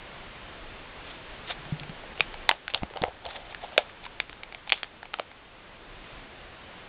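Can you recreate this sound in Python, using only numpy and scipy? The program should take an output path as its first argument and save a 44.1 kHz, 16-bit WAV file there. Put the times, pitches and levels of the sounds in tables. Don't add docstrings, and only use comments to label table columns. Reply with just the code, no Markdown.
import sys
import numpy as np
from scipy import signal
from scipy.fft import rfft, irfft, next_fast_len
from scipy.io import wavfile
from scipy.ndimage import uniform_filter1d, minimum_filter1d, map_coordinates

SR = 44100
rng = np.random.default_rng(int(sys.argv[2]) if len(sys.argv) > 2 else 0)


def natural_amplitude(level_db):
    exponent = np.asarray(level_db, float) / 20
    return 10 ** exponent


def digitize_waveform(pressure):
    field = np.atleast_2d(pressure).T
    bounded = np.clip(field, -1, 1)
    quanta = np.round(bounded * 32767).astype(np.int16)
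    wavfile.write(sys.argv[1], SR, quanta)


N = 303408

# (time [s], peak [dB], film pitch [Hz], upper ring [dB])
DRY_CREASES = [(1.7968, -29, 2660, 11), (1.8944, -27.5, 1640, -0.5), (2.1767, -27.5, 2850, -28),
               (2.206, -1.5, 2480, -35), (2.6795, -14, 1500, -25), (2.7005, -28, 2610, -10),
               (2.7374, -19, 3630, -17), (2.7453, -9, 3290, 5), (2.7755, -27.5, 3380, 3.5),
               (3.252, -26.5, 3580, 8), (3.2634, -28, 2370, 11), (3.5466, -20, 1780, -38),
               (3.7785, -3.5, 1644, -20), (3.8965, -31.5, 1750, -15), (4.0532, -41, 3500, -18.5),
               (4.201, -8, 2360, -13.5), (4.3287, -26.5, 1567, -34), (4.4332, -23, 2240, -3),
               (4.6945, -20, 2440, -15), (4.7, -19, 2300, -1), (4.7211, 0, 2480, 6),
               (4.7288, -11, 3810, -25), (4.74, -22.5, 2260, -10), (4.8311, -13, 3370, 9)]
# (time [s], peak [dB], film pitch [Hz], knock [dB], knock pitch [Hz])
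POCKET_CREASES = [(1.8332, -28, 2370, -12.5, 845), (2.1966, -29.5, 2300, 3.5, 428),
                  (2.3411, -25, 2280, -8.5, 870), (2.4911, -1, 2085, -15.5, 880),
                  (2.5124, -5, 3020, -9, 755), (2.8324, -23, 2100, -2, 737),
                  (2.9368, -29.5, 1330, -11, 921), (2.9709, -25, 3120, -3.5, 780),
                  (3.0191, -20, 3310, -10, 853), (3.0374, -15, 2140, -1, 764),
                  (3.7784, -3.5, 2360, -2, 585), (3.7884, -25, 1660, 4, 685), (3.7966, -26, 1490, -5, 657),
                  (4.0635, -27.5, 2330, -7.5, 1000), (4.2952, -29, 2420, -9.5, 403),
                  (4.5239, -25.5, 2330, -16, 870), (4.5469, -23.5, 2200, -11.5, 700),
                  (4.6743, -29.5, 2360, -6, 837), (4.8431, -27, 1840, -19, 439),
                  (5.0292, -27, 1760, -8.5, 806), (5.1398, -11.5, 1350, -20.5, 870),
                  (5.1864, -32, 2440, 0.5, 802), (5.1959, -13.5, 1280, -6.5, 637)]
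# (time [s], peak [dB], knock pitch [Hz])
CARD_DROPS = [(2.0358, -45.5, 620), (2.5012, -34, 930), (2.5228, -37, 850), (2.5384, -49, 624),
              (2.8208, -40.5, 760), (2.908, -42, 415), (2.9604, -40, 744), (2.9834, -47, 807),
              (3.0278, -33, 703), (3.0504, -33, 675), (3.0744, -44.5, 860), (3.0824, -40, 627),
              (3.7631, -39, 586)]
# (time [s], peak [dB], film pitch [Hz])
FAINT_TICKS = [(1.6524, -33, 1530), (2.9008, -35, 1800), (2.9612, -32.5, 3120), (3.2226, -36, 1200),
               (3.3064, -40, 2980), (3.5244, -33, 2380), (3.7214, -35, 1650), (4.0407, -32, 2260),
               (5.0544, -32, 2270), (5.135, -27, 1300), (5.3143, -36, 2160)]
# (frequency [Hz], T60 [s])
ROOM_DECAY = [(300, .2), (1500, 0.12), (4500, .12)]
# (time [s], peak [dB], pitch [Hz], T60 [s])
COVER_THUMPS = [(1.585, -42.5, 148, 0.16), (1.66, -40, 148, 0.08), (1.723, -20.5, 151, 0.094),
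                (1.811, -58, 61.9, 0.08), (1.811, -35.5, 146, 0.24), (1.894, -31.5, 166, 0.073),
                (2.205, -35.5, 149, 0.07), (2.748, -40.5, 80.7, 0.046), (2.821, -27.5, 61.6, 0.099),
                (2.832, -22.5, 197, 0.02), (3.017, -22, 191, 0.021), (3.038, -34.5, 82, 0.076),
                (3.081, -37, 61.9, 0.078), (3.27, -40.5, 61.6, 0.11)]
# (time [s], peak [dB], pitch [Hz], T60 [s])
EDGE_PATS = [
    (2.737, -32.5, 560, 0.03),
    (2.743, -31.5, 486, 0.03),
    (2.832, -30, 280, 0.023),
    (2.958, -34.5, 465, 0.03),
    (3.016, -24, 302, 0.024),
    (3.036, -15, 512, 0.022),
    (3.05, -39, 534, 0.03),
    (3.08, -31, 515, 0.016),
    (5.195, -31.5, 477, 0.023),
]
# (crest time [s], rise [s], fall [s], film rustle [dB], card rub [dB])
HAND_STROKES = [(1.112, .06, .025, -37.5, -64), (1.16, 0.25, 0.067, -52, -58), (1.485, .09, .02, -44, -64),
                (1.507, 0.021, 0.027, -23.5, -39), (2.202, 0.033, 0.014, -45.5, -48.5),
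                (2.707, .03, 0.015, -38.5, -48.5), (2.968, 0.029, 0.056, -54.5, -41),
                (3.059, 0.088, 0.088, -51, -39), (3.256, 0.022, 0.055, -52, -43.5),
                (3.29, 0.047, 0.024, -57, -40), (3.33, 0.015, .03, -53, -50),
                (3.311, .02, .012, -39.5, -68), (3.363, .06, 0.039, -38.5, -38.5),
                (3.42, 0.14, 0.12, -55, -47), (3.52, .1, 0.028, -46.5, -50),
                (3.644, .05, 0.054, -38.5, -41.5), (3.749, 0.2, .03, -48.5, -46),
                (4.055, 0.055, 0.016, -42, -47.5), (4.685, 0.061, .01, -47, -52.5),
                (4.75, 0.044, .12, -46, -58), (2.752, 0.01, .05, -40, -38)]
# (frequency [Hz], width [Hz], level [dB])
FILM_MODES = [(1200, 900, -10.5), (2400, 1700, -6.5), (3500, 560, 0), (4240, 610, -5)]
# (frequency [Hz], width [Hz], level [dB])
STACK_MODES = [(560, 110, 4.5), (705, 64, 9.5), (824, 110, 6.5)]
# (time [s], level [dB])
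HISS_LEVEL = [(0.0, -45), (1.7, -44), (2.45, -44), (2.57, -51.5), (2.72, -49), (3.05, -48.5), (3.2, -50.5),
              (3.27, -50.5), (3.54, -47), (4.14, -49), (5.31, -51.5), (5.77, -49), (6.02, -46.5),
              (6.88, -46.5)]
# (frequency [Hz], density [dB per Hz])
HISS_SPECTRUM = [(35, -42.5), (60, -0.5), (125, -2.5), (256, -4), (488, -3.5), (533, -3), (3000, -8),
                 (3900, -18), (5070, -48), (8580, -120)]
# (frequency [Hz], density [dB per Hz])
RUMBLE_SPECTRUM = [(8, -16.5), (24, 4), (50, -4.5), (110, -27.5), (200, -67)]
# (frequency [Hz], gain [dB])
CONVERTER_RESPONSE = [(3000, 0), (3700, -4), (3880, -11), (4010, -20), (4100, -17), (4200, -13),
                      (4500, -16), (4850, -30), (5050, -42), (5250, -58), (5500, -120)]
# (time [s], share shaved off the crest [0-1])
CLIPPED_SNAPS = [
    (2.492, .22),
    (3.780, 0.12),
]

POCKET_HZ, SHEET_HZ, UPPER_DB = 850, 2000, -7
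DRY_KNOCK_DB, TICK_KNOCK_DB, FULL_KNOCK_DB = -26, -9, 8.5
STROKE_RANGE_DB = 25
SETTLE_RUSTLE_DB, SETTLE_RUB_DB = -43.5, -34
SETTLE_T60_S, SETTLE_DELAY_S = 0.24, 0.01
GRIP_DB, GRIP_DRIFT_DB = -8.5, 1.5
IMAGE_DB, FIRST_RATE_HZ = -64.5, 11025
RAIL = 0.97


def unit(x):
    return x / np.sqrt(np.mean(x ** 2) + 1e-20)


def along(points, hz):
    f, v = np.transpose(points)
    return np.interp(np.log(hz + 1), np.log(f + 1), v)


def wobble(rate_hz):
    knots = rng.standard_normal(int(N * rate_hz / SR) + 4)
    return map_coordinates(knots, [np.arange(N) * rate_hz / SR])


def filtered(x, response):
    m = next_fast_len(N + SR // 2)
    return irfft(rfft(x, m) * response(np.fft.rfftfreq(m, 1 / SR)), m)[..., :N]


def resonant(x, modes):
    def body(f):
        total = 0
        for k, (hz, width_hz, db) in enumerate(modes):
            damping = 1j * f * width_hz
            total = total + (-1) ** k * natural_amplitude(db) * damping / (hz * hz - f * f + damping)
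        return total
    return unit(filtered(x, body))


def ring(t, hz, t60_s, attack_s):
    shape = natural_amplitude(-60 * t / t60_s) * (1 - np.exp(-t / attack_s))
    return np.sin(2 * np.pi * hz * t) * shape / shape.max()


def creases():
    dry = [(s, db, hz, DRY_KNOCK_DB, POCKET_HZ, upper_db) for s, db, hz, upper_db in DRY_CREASES]
    pocket = [(*row, UPPER_DB) for row in POCKET_CREASES]
    drops = [(s, db, SHEET_HZ, FULL_KNOCK_DB, hz, UPPER_DB) for s, db, hz in CARD_DROPS]
    ticks = [(s, db, hz, TICK_KNOCK_DB, POCKET_HZ, UPPER_DB) for s, db, hz in FAINT_TICKS]
    return sorted(dry + pocket + drops + ticks)


def snap(t, hz, knock_db, knock_hz, upper_db, luck):
    flip = natural_amplitude(9) * ring(t, np.sqrt(hz * 2800), 0.0014, 0.00012)
    film = ring(t, hz, 0.0086, 0.000514)
    film += natural_amplitude(-10 + 2 * luck[0]) * ring(t, hz * 0.55 * np.exp(0.12 * luck[1]), 0.0017, 0.00013)
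    upper = ring(t, 3450 * np.exp(0.062 * luck[2]), 0.0093, 0.00052)
    upper += natural_amplitude(6.5) * ring(t, 4280 * np.exp(0.025 * luck[3]), 0.0056, 0.0005)
    noise = np.diff(rng.standard_normal(len(t) + 1))
    crack = natural_amplitude(18.5) * (hz / SHEET_HZ) ** 1.2 * natural_amplitude(-60 * t / 0.007) * noise
    knock = ring(t, knock_hz, 0.014, 0.00092)
    knock -= natural_amplitude(-9.5) * ring(t, knock_hz * 1.332 * np.exp(0.12 * luck[4]), 0.012, 0.00041)
    return flip + film + crack - natural_amplitude(upper_db) * upper + natural_amplitude(knock_db + 12) * knock


def snaps():
    out, t = np.zeros(N + SR), np.arange(SR // 8) / SR
    rows = creases()
    lucks = rng.standard_normal((len(rows), 8))
    heard = natural_amplitude(along(CONVERTER_RESPONSE, np.fft.rfftfreq(len(t), 1 / SR)))
    for (s, db, hz, knock_db, knock_hz, upper_db), luck in zip(rows, lucks):
        dry = snap(t, hz, knock_db, knock_hz, upper_db, luck)
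        peak = np.abs(irfft(rfft(dry) * heard, len(t))).max()
        dry = dry / peak * natural_amplitude(db + 0.44) * np.hypot(1, natural_amplitude(knock_db + 2.5))
        start = round((s + 0.0008) * SR)
        out[start:start + len(t)] += dry + natural_amplitude(-17) * room(dry)
    return filtered(out[:N], lambda f: (1j * f / (310 + 1j * f)) ** 3)


def room(x):
    hz, t, z = signal.stft(rng.standard_normal(len(x)), SR, nperseg=128)
    decay = natural_amplitude(-60 * t / along(ROOM_DECAY, hz)[:, None])
    tail = signal.istft(z * decay, SR, nperseg=128)[1]
    return signal.fftconvolve(np.pad(x, (90, 0)), tail / np.linalg.norm(tail))[:len(x)]


def thumps():
    out, t = np.zeros(N + SR), np.arange(SR // 4) / SR
    for s, db, hz, t60_s in COVER_THUMPS + EDGE_PATS:
        start = round(s * SR)
        out[start:start + len(t)] += natural_amplitude(db) * ring(t, hz, max(t60_s, 0.01), 0.001)
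    return out[:N]


def motion():
    t, gains = np.arange(N) / SR, np.zeros((2, N))
    for s, rise_s, fall_s, *db in HAND_STROKES:
        distance = np.maximum((s - t) / rise_s, (t - s) / fall_s)
        gains += natural_amplitude(np.array(db)[:, None] - STROKE_RANGE_DB * distance)
    since = t[:SR // 4]
    for s, db, _, knock_db, *_ in creases():
        start = round((s + SETTLE_DELAY_S) * SR)
        level_db = db + np.array([[SETTLE_RUSTLE_DB], [SETTLE_RUB_DB + knock_db]])
        gains[:, start:start + len(since)] += natural_amplitude(level_db - 60 * since / SETTLE_T60_S)
    return gains


def friction_ticks(share):
    struck = rng.random(N) < share
    strength = natural_amplitude(3 * rng.exponential(size=N))
    return rng.standard_normal(N) * (struck * strength + 0.35)


def handling():
    rustle_gain, rub_gain = uniform_filter1d(motion(), size=200, axis=1)
    rustle = resonant(friction_ticks(0.02) * natural_amplitude(3 * wobble(60)), FILM_MODES)
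    rub = resonant(friction_ticks(0.018) * natural_amplitude(3 * wobble(41)), STACK_MODES)
    return rustle_gain * rustle + rub_gain * rub


def camera_noise():
    s, level_db = np.transpose(HISS_LEVEL)
    hiss_db = np.interp(np.arange(N) / SR, s, level_db)
    rumble_db = GRIP_DB + GRIP_DRIFT_DB * wobble(1.3)
    flat_top = [point for point in HISS_SPECTRUM if point[0] < 3500]
    hiss = unit(filtered(rng.standard_normal(N), lambda f: natural_amplitude(along(flat_top, f)) * (f < 6000)))
    rumble = filtered(rng.standard_normal(N), lambda f: natural_amplitude(along(RUMBLE_SPECTRUM, f)))
    rumble = unit(natural_amplitude(2.4 * wobble(5.9)) * rumble)
    return natural_amplitude(hiss_db + 1 + 0.45 * wobble(11)) * (hiss + natural_amplitude(rumble_db) * rumble)


def scene():
    return (snaps() + thumps() + handling() + camera_noise())[None]


def top_cut(x):
    return signal.sosfilt(signal.butter(12, 15600, fs=SR, output="sos"), x)


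def record(dry):
    x = filtered(dry, lambda f: natural_amplitude(along(CONVERTER_RESPONSE, f)))
    dent = np.array([0.1, 0.6, 1, 0.6, 0.1])
    for s, share in CLIPPED_SNAPS:
        near = round(s * SR) - 180
        crest = near + np.abs(x[0, near:near + 360]).argmax() + np.arange(-2, 3)
        x[:, crest] *= 1 - share * dent
    x = x * (1 + natural_amplitude(IMAGE_DB) * np.cos(2 * np.pi * FIRST_RATE_HZ * np.arange(N) / SR))
    room_left = minimum_filter1d(np.minimum(1, RAIL / (np.abs(x) + 1e-9)), size=129)
    limited = x * uniform_filter1d(room_left, size=64)
    mix = limited + natural_amplitude(-96) * rng.standard_normal(x.shape)
    return top_cut(mix)


dry = scene()
out = record(dry)
digitize_waveform(out)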